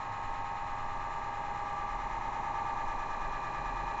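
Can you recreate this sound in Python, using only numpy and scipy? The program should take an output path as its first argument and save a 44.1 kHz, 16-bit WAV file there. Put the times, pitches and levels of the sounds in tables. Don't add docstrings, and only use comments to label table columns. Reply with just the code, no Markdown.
import sys
import numpy as np
from scipy import signal
from scipy.fft import rfft, irfft
from scipy.io import wavfile
from scipy.ndimage import uniform_filter1d

SR = 44100
rng = np.random.default_rng(int(sys.argv[2]) if len(sys.argv) > 2 else 0)


def unload_audio(sound):
    columns = np.transpose(np.atleast_2d(sound))
    steps = np.round(np.clip(columns, -1, 1) * 32767)
    wavfile.write(sys.argv[1], SR, steps.astype(np.int16))


N = 176400
TIME = np.arange(N) / SR
TURNS_PER_S, PULSES_PER_TURN = 9.06, 10
POSITION_S = (.45, 1.4, 2.35, 3.45)
MAIN_ORDERS = (90, 100, 130)
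# (order, rounded in use [cycles per turn], level at each of the four positions [dB])
WEAK_TONES = [(17, -73, -71, -66, -59), (28, -67.5, -68, -67, -65), (37, -78, -71.5, -64.5, -61.5),
              (44, -74, -62.5, -65.5, -62), (60, -71, -63.5, -66, -62.5),
              (69.925, -61, -58.5, -57.5, -56.5), (84, -55.5, -62.5, -54.5, -58.5),
              (93.09, -72, -50.5, -50.5, -50), (96.93, -57.5, -55.5, -50.5, -56),
              (101, -52, -60.5, -51.5, -52.5), (102, -59, -50.5, -52, -51),
              (103.06, -55.5, -48.5, -49.5, -48), (110.35, -60, -53.5, -51.5, -53),
              (119.86, -48, -57.5, -56, -66), (122, -63.5, -60.5, -55.5, -53.5),
              (122.9, -60, -61.5, -57, -55), (132.75, -58.5, -56, -55.5, -55),
              (139.58, -51.5, -53.5, -54.5, -54), (180, -60.5, -56.5, -63.5, -62.5),
              (188, -61, -60.5, -58, -54.5), (215.13, -71, -69.5, -66, -59.5),
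              (221, -60.5, -62.5, -73, -73), (226.86, -68.5, -61, -59, -74), (239.65, -77, -74, -62, -77),
              (258.7, -74, -70, -76.5, -63.5), (270, -62.5, -66, -63, -56.5), (281, -71, -70, -77, -74.5),
              (316.1, -69.5, -68, -69.5, -77.5), (451, -72, -74, -73.5, -69)]


def from_db(db):
    return 10 ** (np.asarray(db) / 20)


def fader(points):
    return from_db(np.interp(TIME, *np.transpose(points)))


def at_hz(points, hz):
    frequencies, db = np.transpose(points)
    return np.interp(np.log(np.maximum(hz, 1)), np.log(frequencies), db)


def drift(rate_hz):
    hz = np.arange(2001) / 40
    slow = irfft(rfft(rng.standard_normal(4000)) / (1 + (hz / rate_hz) ** 4))
    return np.interp(TIME * 100, np.arange(len(slow)), slow / slow.std())


def noise(spectrum):
    hz = np.arange(N // 2 + 1) * SR / N
    coloured = rfft(rng.standard_normal(N)) * from_db(at_hz(spectrum, hz))
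    return irfft(coloured * (hz > 6), N) * np.sqrt(SR / 2)


def levelled(x, window):
    envelope = uniform_filter1d(abs(signal.hilbert(x)), size=window)
    x = x / envelope ** .9
    return x / x.std()


def drive_phases(orders, level_db, size=512, swing_db=2.2, loose_rad=.4):
    pulse_db = (0, -.5, -4, -2.5, 2, -2.5, -2, 1, -4.5, -5.5)
    pulse = (np.arange(size) / size - .043) * PULSES_PER_TURN
    accent_db = np.interp(pulse, np.arange(PULSES_PER_TURN), pulse_db, period=PULSES_PER_TURN)
    throb = from_db(accent_db + swing_db * np.cos(2 * np.pi * pulse))
    phase = 2 * np.pi * rng.random(len(orders))
    spectrum = np.zeros(size, complex)
    for _ in range(60):
        spectrum[orders] = from_db(level_db) * np.exp(1j * phase)
        wave = throb * np.exp(1j * np.angle(np.fft.ifft(spectrum)))
        phase = np.angle(np.fft.fft(wave)[orders])
    is_sideband = orders % PULSES_PER_TURN > 0
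    return phase + loose_rad * is_sideband * rng.standard_normal(len(orders))


def whine(turn, in_step_s=2.6, slip_rad_per_s=.45, scatter_db=2.5):
    # (time [s], level of each of the three main orders [dB])
    main_levels = [(0.06, -46.5, -46, -53), (0.5, -43, -43, -64.5), (0.831, -44, -48, -46.5),
                   (1.16, -46.5, -44.5, -45.5), (1.492, -41.5, -48.5, -51), (1.821, -42, -69, -41),
                   (2.15, -46, -42.5, -54), (2.37, -42.5, -44, -52), (2.59, -41, -41, -42.5),
                   (3.04, -47, -47, -45), (3.481, -47.5, -60.5, -44), (3.92, -44, -44, -45.5)]
    # (frequency [Hz], relative level [dB])
    resonance = [(740, -60.5), (800, -63), (920, -62), (1000, -63), (1200, -63), (1300, -66)]
    position_db = np.array((-7, -7, 0, -2))
    curves = {}
    for order in range(82, 145):
        db = at_hz(resonance, order * TURNS_PER_S) + position_db
        curves[order] = (POSITION_S, db + scatter_db * rng.standard_normal(len(POSITION_S)))
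    curves.update({round(order): (POSITION_S, db) for order, *db in WEAK_TONES})
    times, *levels = np.transpose(main_levels)
    curves.update({order: (times, db) for order, db in zip(MAIN_ORDERS, levels)})
    orders = np.array(list(curves))
    phases = drive_phases(orders, [np.interp(in_step_s, *curve) for curve in curves.values()])
    tones = 0
    for order, phase, (times, db) in zip(orders, phases, curves.values()):
        slip = 0 if order in MAIN_ORDERS else slip_rad_per_s * rng.standard_normal()
        angle = 2 * np.pi * order * turn + phase + slip * (TIME - in_step_s)
        tones = tones + np.interp(TIME, times, from_db(db)) * np.sin(angle)
    return np.sqrt(2) * tones


def contact(turn, catch_at=.015, slack_turns=.04, slack_db=4.0):
    to_catch = (catch_at - turn) % 1
    gain = from_db(-slack_db * np.exp(-to_catch / slack_turns))
    gain = uniform_filter1d(gain, int(.001 * SR))
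    return gain / np.sqrt(np.mean(gain ** 2))


def rough_surface(turn, spectrum, size=8192):
    hz = np.arange(size // 2 + 1) * TURNS_PER_S
    harmonics = from_db(at_hz(spectrum, hz)) * (hz > spectrum[0][0]) * (hz < spectrum[-1][0])
    harmonics[[*MAIN_ORDERS, *(round(row[0]) for row in WEAK_TONES)]] = 0
    strength = rng.rayleigh(1, len(hz))
    strength /= np.sqrt(np.mean(strength ** 2))
    phasors = np.exp(2j * np.pi * rng.random(len(hz)))
    profile = irfft(harmonics * strength * phasors) * size * np.sqrt(TURNS_PER_S / 2)
    return np.interp(turn % 1, np.arange(size) / size, profile, period=1)


def whir(turn, room_share=.4, wobble_db=1.0, drive_db=.5):
    # (frequency [Hz], relative density [dB per Hz])
    running_band = [(120, -82.5), (155, -78), (200, -86), (270, -80.5), (320, -84.5), (385, -81),
                    (480, -85), (600, -77.5), (690, -79), (745, -75), (850, -77), (1050, -74.5),
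                    (1280, -78.5), (1390, -94.5), (1550, -85), (1680, -75), (1900, -83), (2300, -88.5),
                    (2500, -84.5), (2700, -93.5), (2900, -93.5), (3300, -99), (3850, -95), (4070, -93),
                    (4600, -107), (6000, -102.5), (6500, -105), (7100, -101), (7900, -120)]
    ring_band = [(1940, -105), (2020, -82.5), (2090, -80), (2200, -108)]
    metal_band = [(2780, -115), (2890, -92), (2990, -115)]
    sheen_band = [(5300, -112), (5900, -102), (6600, -112)]
    # (time [s], level [dB])
    ring_ride = [(0, -8.5), (0.999, -2), (2.2, -1), (2.801, -15.5)]
    metal_ride = [(0, -12), (1.5, 2.5), (2.6, -12)]
    sheen_ride = [(1.3, -12), (1.9, 0.5)]
    # (angle [turns], level [dB])
    body_roll = [(.05, -1), (.22, -2), (.47, -8), (.66, 4), (.85, 5.5)]
    room_times = (0, 0.801, 1.3, 1.8, 2.299, 2.898, 3.999)
    fades = [np.sin(np.pi / 2 * np.interp(TIME, room_times, row)) for row in np.eye(len(room_times))]
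    reflected = sum(fade * rough_surface(turn, running_band) for fade in fades)
    direct = rough_surface(turn, running_band)
    running = np.sqrt(1 - room_share) * direct + np.sqrt(room_share) * reflected
    body = signal.sosfiltfilt(signal.butter(2, 440, fs=SR, output="sos"), running)
    body_db = np.interp(TIME, POSITION_S, (-4, -.5, -1, -1.5))
    body_db += np.interp(turn, *np.transpose(body_roll), period=1)
    running = running - body + body.std() * levelled(body, window=700) * from_db(body_db)
    for band, ride in ((ring_band, ring_ride), (metal_band, metal_ride), (sheen_band, sheen_ride)):
        running = running + rough_surface(turn, band) * fader(ride)
    angle = 2 * np.pi * (turn - .45)
    swing_db = wobble_db * np.cos(3 * angle) + drive_db * np.cos(PULSES_PER_TURN * angle)
    position_db = np.interp(TIME, POSITION_S, (.049, .03, .53, .8))
    return running * from_db(position_db + swing_db)


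def hiss(trim_db=-1, rise_db_per_s=.57):
    # (frequency [Hz], relative density [dB per Hz])
    hiss_band = [(70, -73), (140, -74), (200, -86), (300, -81.5), (500, -85.5), (1000, -80.5), (2000, -88),
                 (3200, -97.5), (4050, -102), (4700, -104.5), (7100, -105), (7500, -107), (7900, -117)]
    return noise(hiss_band) * from_db(trim_db + rise_db_per_s * (TIME - TIME.mean()))


def sizzle(flicker_db=3):
    # (frequency [Hz], density [dB per Hz])
    sizzle_band = [(6300, -125), (7050, -102), (7700, -125)]
    return noise(sizzle_band) * from_db(flicker_db * drift(rate_hz=21))


def treble_flutter(x, turn, peak_at=.27, depth_db=1.5):
    treble = signal.sosfiltfilt(signal.butter(2, 1500, "high", fs=SR, output="sos"), x)
    gain = from_db(depth_db * np.cos(2 * np.pi * (turn - peak_at)))
    return x + treble * (gain - 1)


def ring_dip(x, turn, dip_at=.8, width_turns=.09, depth_db=5):
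    ringing = signal.sosfiltfilt(signal.butter(2, (1500, 2400), "band", fs=SR, output="sos"), x)
    from_dip = (turn - dip_at + .5) % 1 - .5
    gain = from_db(-depth_db * np.exp(-(from_dip / width_turns) ** 2))
    return x + ringing * (gain / gain.mean() - 1)


def hum():
    # (frequency [Hz], start level [dB], end level [dB])
    hum_tones = [(99.7, -60.5, -71), (106.8, -57, -67.5), (202.6, -66.5, -67.5), (255.8, -65.5, -76.5)]
    tones = 0
    for hz, start_db, end_db in hum_tones:
        gain = from_db(np.linspace(start_db, end_db, N))
        tones = tones + gain * np.sin(2 * np.pi * (hz * TIME + rng.random()))
    return np.sqrt(2) * tones


def rumble():
    # (frequency [Hz], relative level [dB])
    rumble_band = [(16, -30.5), (27, -8.5), (37, 4), (48, -18.5), (70, -31), (140, -73.5)]
    # (time [s], level [dB])
    surges = [(0.2, -59), (.31, -43), (.4, -56), (.58, -58), (.7, -51), (.78, -59), (.87, -50), (.95, -58),
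              (1.04, -50), (1.3, -57), (1.75, -56), (1.95, -44), (2.2, -46), (2.45, -54), (2.78, -54),
              (2.88, -46), (3.05, -53), (3.3, -46), (3.5, -57), (3.68, -41), (3.85, -43), (4.0, -51)]
    return levelled(noise(rumble_band), window=4000) * fader(surges)


def air_sway():
    # (frequency [Hz], relative level [dB])
    sway_band = [(7, -54), (13, -46), (18, -45.5), (26, -74), (50, -110)]
    # (time [s], level [dB])
    gusts = [(.15, -52), (.31, -39), (.52, -48), (.87, -40), (1.25, -46), (2.7, -47), (2.88, -37),
             (3.05, -43), (3.27, -39), (3.5, -50)]
    return levelled(noise(sway_band), window=4000) * fader(gusts)


def scene():
    speed = TURNS_PER_S * (1 + .000506 * drift(rate_hz=.619))
    turn = np.cumsum(speed) / SR
    noise_bed = hiss() + sizzle()
    drive = contact(turn) * whine(turn)
    wheel = drive + treble_flutter(whir(turn) + noise_bed, turn)
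    return (ring_dip(wheel, turn) + hum() + rumble() + air_sway())[None]


def record(dry):
    return signal.sosfilt(signal.ellip(12, .1, 80, 7900, fs=SR, output="sos"), dry)


dry = scene()
out = record(dry)
unload_audio(out)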